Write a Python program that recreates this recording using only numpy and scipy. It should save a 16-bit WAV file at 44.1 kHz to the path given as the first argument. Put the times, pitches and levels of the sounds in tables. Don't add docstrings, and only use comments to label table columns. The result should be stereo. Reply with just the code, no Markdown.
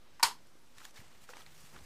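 import sys
import numpy as np
from scipy import signal
from scipy.io import wavfile
from scipy.ndimage import uniform_filter1d

SR = 44100
rng = np.random.default_rng(int(sys.argv[2]) if len(sys.argv) > 2 else 0)


def transcribe(u):
    v = np.clip(np.atleast_2d(u).T, -1, 1)
    q = np.round(v * 32767).astype(np.int16)
    wavfile.write(sys.argv[1], SR, q)


def boost_factor(decibels):
    exponent = np.asarray(decibels, float) / 20
    return 10 ** exponent


N = 81585

POP_LOW_CUT_HZ = 888


def rms_one(x):
    return x / np.sqrt(np.mean(x ** 2) + 1e-20)


def at_hz(points, hz):
    table_hz, values = np.transpose(points)
    return np.interp(np.log(hz), np.log(table_hz), values)


def cut(x, hz, kind):
    return signal.sosfilt(signal.butter(6, hz, kind, fs=SR, output="sos"), x)


def drift(rate_hz):
    every, settle = 40, 2000
    r = np.exp(-2 * np.pi * rate_hz * every / SR)
    white = rng.standard_normal(N // every + 2 + settle)
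    slow = rms_one(signal.lfilter([1], [1, -2 * r, r * r], white)[settle:])
    return np.interp(np.arange(N) / every, np.arange(len(slow)), slow)


def burst(start_s, t60_s):
    t = np.arange(N) / SR - start_s
    return (t >= 0) * boost_factor(-60 * np.maximum(t, 0) / t60_s)


def ring(clicks, hz, t60_s):
    r = boost_factor(-60 / (t60_s * SR))
    w = 2 * np.pi * hz / SR
    return signal.lfilter([0, np.sin(w)], [1, -2 * r * np.cos(w), r * r], clicks + 1e-18)


def bands(white, gain, alike):
    out = 0
    edges = 24 * 2 ** np.arange(0, 10, .5)
    for k, (low, high) in enumerate(zip(edges, edges[1:])):
        band = signal.butter(2, [low, high], "band", fs=SR, output="sos")
        mid, side = signal.sosfilt(band, white[k % 2])
        hz = np.sqrt(low * high)
        c = np.clip(alike(hz), 0, 1)
        out = out + gain(hz) * (np.sqrt(1 + c) * mid + np.sqrt(1 - c) * side * [[1], [-1]])
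    return out


def pop():
    # start in seconds, level of the hollow modes in dB, level of the bright modes in dB.
    contacts = [(0.1967, -39, -54), (0.2038, -36.5, -75), (.2282, -20.5, -33), (.2293, -16, -32.5),
                (.2298, -45, -19), (.2310, -46, -25.5), (.2320, -50, -22.5), (.2336, -23.5, -18),
                (.2345, -32, -25.5), (.2370, -20.5, -32), (.2402, -38, -30.5), (.2490, -26, -31),
                (.2535, -32, -44), (.2625, -36, -45), (.2670, -44, -50), (.2790, -43, -58),
                (.2960, -42, -54), (.3110, -39.5, -58)]
    # pitch in Hz, level in dB, 60 dB decay in seconds.
    hollow = [(824, -19, 0.032), (930, -5.5, 0.036), (950, -11, 0.074), (1025, -9.5, 0.075),
              (1146, -17.5, 0.048), (1463, -11.5, .04), (1784, -11, 0.019)]
    # pitch in Hz, level in dB, 60 dB decay in seconds.
    bright = [(2433, -9, 0.021), (2864, -13, 0.02), (3990, -12, 0.041), (4260, -11.5, .04),
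              (4630, -3.5, 0.011), (4750, -8, 0.023), (5300, -2.5, 0.017), (6600, -10.5, 0.023),
              (7290, -7.5, 0.012), (8200, -18.5, 0.021), (9074, -5.5, 0.014), (9650, -7, 0.019),
              (12320, -14, 0.0093), (13350, -9.5, 0.0082)]
    spread_db, bright_vary_db = 2.5, 3.4
    crack_db, crack_t60_s = -3, 0.0048

    rows = np.array(contacts)
    at = (rows[:, 0] * SR).astype(int)
    out = np.zeros((2, N))
    chance = rng.standard_normal((len(contacts), len(hollow + bright), 3))
    for k, (hz, db, t60_s) in enumerate(hollow + bright):
        strength, sign, side = chance[:, k].T
        is_bright = k >= len(hollow)
        level_db = rows[:, 1 + is_bright] + db + bright_vary_db * is_bright * strength
        pan_db = (.3 + is_bright) * spread_db * side * [[.5], [-.5]]
        clicks = np.zeros((2, N))
        clicks[:, at] = boost_factor(level_db + pan_db) * (np.sign(sign) if is_bright else -1)
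        out += ring(clicks, hz, t60_s)

    hiss = rng.standard_normal(N) + .25 * rng.standard_normal(N) * [[1], [-1]]
    crack = sum(boost_factor(db + crack_db) * burst(s, crack_t60_s) for s, _, db in contacts)
    out = out + signal.lfilter([.3], [1, -.7], hiss) * crack
    return cut(out, POP_LOW_CUT_HZ, "high")


def room_tail():
    # start in seconds, level in dB, tilt in dB per octave.
    echoes = [
        (.1965, -24, -2.5),
        (0.227, 6.5, -0.21),
    ]
    # frequency in Hz, level in dB per Hz.
    colour = [(88, -45), (150, -26.5), (636, -15.5), (941, -3), (1310, -8.5), (3690, -6.5), (4400, -4.5),
              (12100, -14.5), (16000, -26)]
    # frequency in Hz, 60 dB decay in seconds.
    decay = [(200, 0.27), (600, 0.25), (1500, 0.21), (3000, 0.19), (4600, 0.22), (7000, 0.18),
             (10000, 0.19), (15000, 0.13)]
    # centre in Hz, width in Hz, boost in dB.
    body = [(960, 240, 5), (2500, 370, -1.5), (3650, 290, -7), (4500, 450, 1.5), (5830, 450, -19)]
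    level_db, alike, rise_s = -20.5, 0.94, 0.0018
    low_db, low_hz = 1, 537
    t = np.arange(N) / SR

    def gain(hz):
        swell = 0
        for s, db, tilt in echoes:
            rise = 1 - np.exp(-np.maximum(t - s, 0) / rise_s)
            swell = swell + boost_factor(db + tilt * np.log2(hz / 1000)) * burst(s, at_hz(decay, hz)) * rise
        return boost_factor(at_hz(colour, hz)) * swell

    tail = boost_factor(level_db) * bands(rng.standard_normal((2, 2, N)), gain, lambda hz: alike)
    for hz, width, db in body:
        b, a = signal.iirpeak(hz, hz / width, SR)
        tail = tail + (boost_factor(db) - 1) * signal.lfilter(b, a, tail)
    return cut(tail, POP_LOW_CUT_HZ, "high") + boost_factor(low_db) * cut(tail, low_hz, "low")


def ticks():
    # start in seconds, peak level in dB, pitch in Hz, ring in cycles.
    bubbles = [(.470, -52, 6800, 4), (0.554, -48.5, 385, 1.4), (0.783, -46, 1490, 5), (.783, -39, 2580, 7),
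               (0.782, -44, 7460, 18), (0.783, -53, 14800, 30), (.8015, -51, 1490, 4),
               (0.8042, -39.5, 1800, 4), (0.816, -45, 1340, 6), (0.853, -37, 1620, 5.3),
               (0.851, -38, 3330, 7.7), (.852, -37, 6600, 14), (0.853, -43, 9930, 32),
               (0.908, -44, 6000, 5), (.963, -51, 3650, 46), (.976, -52, 2210, 61), (1.003, -43, 1860, 5.4),
               (1.004, -54, 11000, 15), (1.081, -52, 7000, 8), (1.234, -54, 8000, 10),
               (1.239, -49, 1220, 4), (1.2909, -38, 1340, 7.3), (1.287, -50, 2100, 6),
               (1.302, -44, 5970, 24), (1.305, -44, 1000, 3), (1.369, -43, 6000, 15), (1.296, -50, 493, 16),
               (1.292, -45, 870, 5.9), (1.334, -42, 905, 5.2), (1.367, -40, 830, 3.6),
               (1.335, -45, 1630, 11.4), (1.337, -41, 2580, 12.5), (1.368, -38.5, 1560, 5.3),
               (1.368, -46, 2220, 13), (1.419, -47.5, 3300, 13), (1.463, -45.5, 4000, 12),
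               (1.464, -47, 2180, 11), (1.749, -46, 340, 4.5), (1.7616, -39, 1410, 5.5),
               (1.765, -48, 1164, 13), (1.764, -49, 3360, 14), (1.789, -48, 3480, 6), (1.744, -47, 1310, 4)]
    overtones = [2.1, 5.2]
    over_db, glide = -17.5, 0.029
    roughness = 0.55
    puff_db, puff_t60_s, puff_top = -10, 0.018, 1.5
    attack_s = 0.00074

    out = np.zeros(N)
    t = np.arange(4096) / SR
    chance = rng.standard_normal((len(bubbles), 2, len(t)))
    for (s, db, hz, cycles), (noise, rough) in zip(bubbles, chance):
        turns = hz * t * (1 + glide * hz * t / cycles)
        tone = np.sin(2 * np.pi * turns)
        tone = tone + boost_factor(over_db) * sum(np.sin(2 * np.pi * m * turns) for m in overtones if m * hz < SR / 4)
        smooth = uniform_filter1d(uniform_filter1d(rough, size=30), size=30)
        tone = tone * (1 + roughness * rms_one(smooth)) * np.exp(-3 * hz * t / cycles)

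        edges = [0.44 * hz, min(puff_top * hz, 15000)]
        puff = rms_one(signal.sosfilt(signal.butter(2, edges, "band", fs=SR, output="sos"), noise))
        sound = tone + boost_factor(puff_db) * puff * boost_factor(-60 * t / puff_t60_s)
        sound = boost_factor(db) * sound * np.minimum(t / attack_s, 1)
        i = int(s * SR)
        out[i:i + len(t)] += sound[:N - i]
    return out


def rustle():
    # peak time in seconds, rise in seconds, fall in seconds, level in dB, tilt in dB per octave.
    swells = [(0.786, 0.022, 0.034, -60, -0.5), (.82, 0.025, 0.02, -62, -2),
              (0.859, 0.027, 0.026, -56.5, 0), (.975, 0.021, 0.027, -56.5, -0.5),
              (1.009, 0.008, 0.073, -62, -2), (1.145, 0.031, 0.054, -65.5, -1),
              (1.24, 0.032, 0.018, -65.5, 1.5), (1.30, 0.016, 0.026, -57.5, 0),
              (1.373, 0.028, 0.037, -58, -2.5), (1.414, 0.035, 0.021, -62, 0),
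              (1.47, 0.015, 0.025, -62, -2), (1.60, 0.092, 0.11, -61.5, 1), (1.762, 0.034, 0.044, -62, -5),
              (1.81, 0.12, 0.12, -64.5, 0.5)]
    # frequency in Hz, level in dB per Hz.
    colour = [(150, -14), (500, -7), (1100, -2), (2500, -3.5), (4200, -6.5), (6400, -4.5), (9000, -11),
              (16000, -16)]
    grains_per_s, grain_spread_db = 5000, 1.5

    t = np.arange(N) / SR
    size = (2, 2, N)
    bells = [np.exp(-((t - s) / np.where(t < s, rise, fall)) ** 2) for s, rise, fall, _, _ in swells]
    hits = rng.random(size) < grains_per_s / SR
    strength = boost_factor(grain_spread_db * np.minimum(rng.exponential(1, size), 4))
    grains = hits * strength * rng.choice([-1, 1], size)

    def gain(hz):
        power = 0
        for bell, (*_, db, tilt) in zip(bells, swells):
            power = power + bell * boost_factor(2 * (db + tilt * np.log2(hz / 2500)))
        return boost_factor(at_hz(colour, hz) + 4.5 + 1.06 * drift(24)) * np.sqrt(power)

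    white = rms_one(grains) + 0.75 * rng.standard_normal(size)
    return bands(white, gain, lambda hz: .95) * boost_factor(1.48 * drift(50))


def thuds():
    # start in seconds, peak level in dB, pitch in Hz.
    pushes = [
        (.245, -48, 74.4),
        (0.9914, -43, 114),
        (1.0150, -46.5, 207),
        (0.773, -57, 110),
        (1.215, -63, 150),
        (1.64, -53, 186),
        (1.819, -48.5, 73),
    ]
    length_cycles = 1.55
    t = np.arange(N) / SR
    out = 0
    for s, db, hz in pushes:
        turns = np.maximum(t - s, 0) * hz
        swell = turns * np.exp(1 - 4 * turns / length_cycles)
        out = out + boost_factor(db + 3.5) * np.sin(2 * np.pi * turns) * swell
    return out


def hum():
    hz, level_db, start_s, rise_s = 150, -68, 1.41, 0.024
    t = np.arange(N) / SR
    level = boost_factor(level_db + 1.3 * drift(7)) * np.clip((t - start_s) / rise_s, 0, 1)
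    return level * np.sin(2 * np.pi * hz * t + 0.38 * drift(5.2))


def floor():
    # frequency in Hz, level in dB per Hz.
    colour = [(20, -4), (50, -5.5), (90, -6), (220, -6), (500, -9), (1000, -13.5), (6000, -22),
              (16000, -33)]
    # frequency in Hz, likeness from 0 to 1.
    likeness = [(30, 0.99), (60, 0.99), (180, 0.28), (550, 0.096), (1650, 0.56), (3500, 0.81),
                (15000, 0.75)]
    level_db = -63.5

    def gain(hz):
        return boost_factor(at_hz(colour, hz) + 1.3 * drift(5.8))

    sound = bands(rng.standard_normal((2, 2, N)), gain, lambda hz: at_hz(likeness, hz))
    return boost_factor(level_db) * rms_one(sound)


def scene():
    pop_pan_db = -.9
    side = boost_factor(np.array([[.5], [-.5]]) * pop_pan_db)
    return (pop() + room_tail()) * side + ticks() + rustle() + thuds() + hum() + floor()


def low_pass(x):
    return signal.sosfilt(signal.butter(12, 16120, fs=SR, output="sos"), x)


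def record(dry):
    top_hz, offset_db = 15900, -53.2
    heard = signal.sosfilt(signal.cheby2(24, 80, top_hz, fs=SR, output="sos"), dry)
    mix = heard + boost_factor(offset_db)
    return low_pass(mix)


dry = scene()
out = record(dry)
transcribe(out)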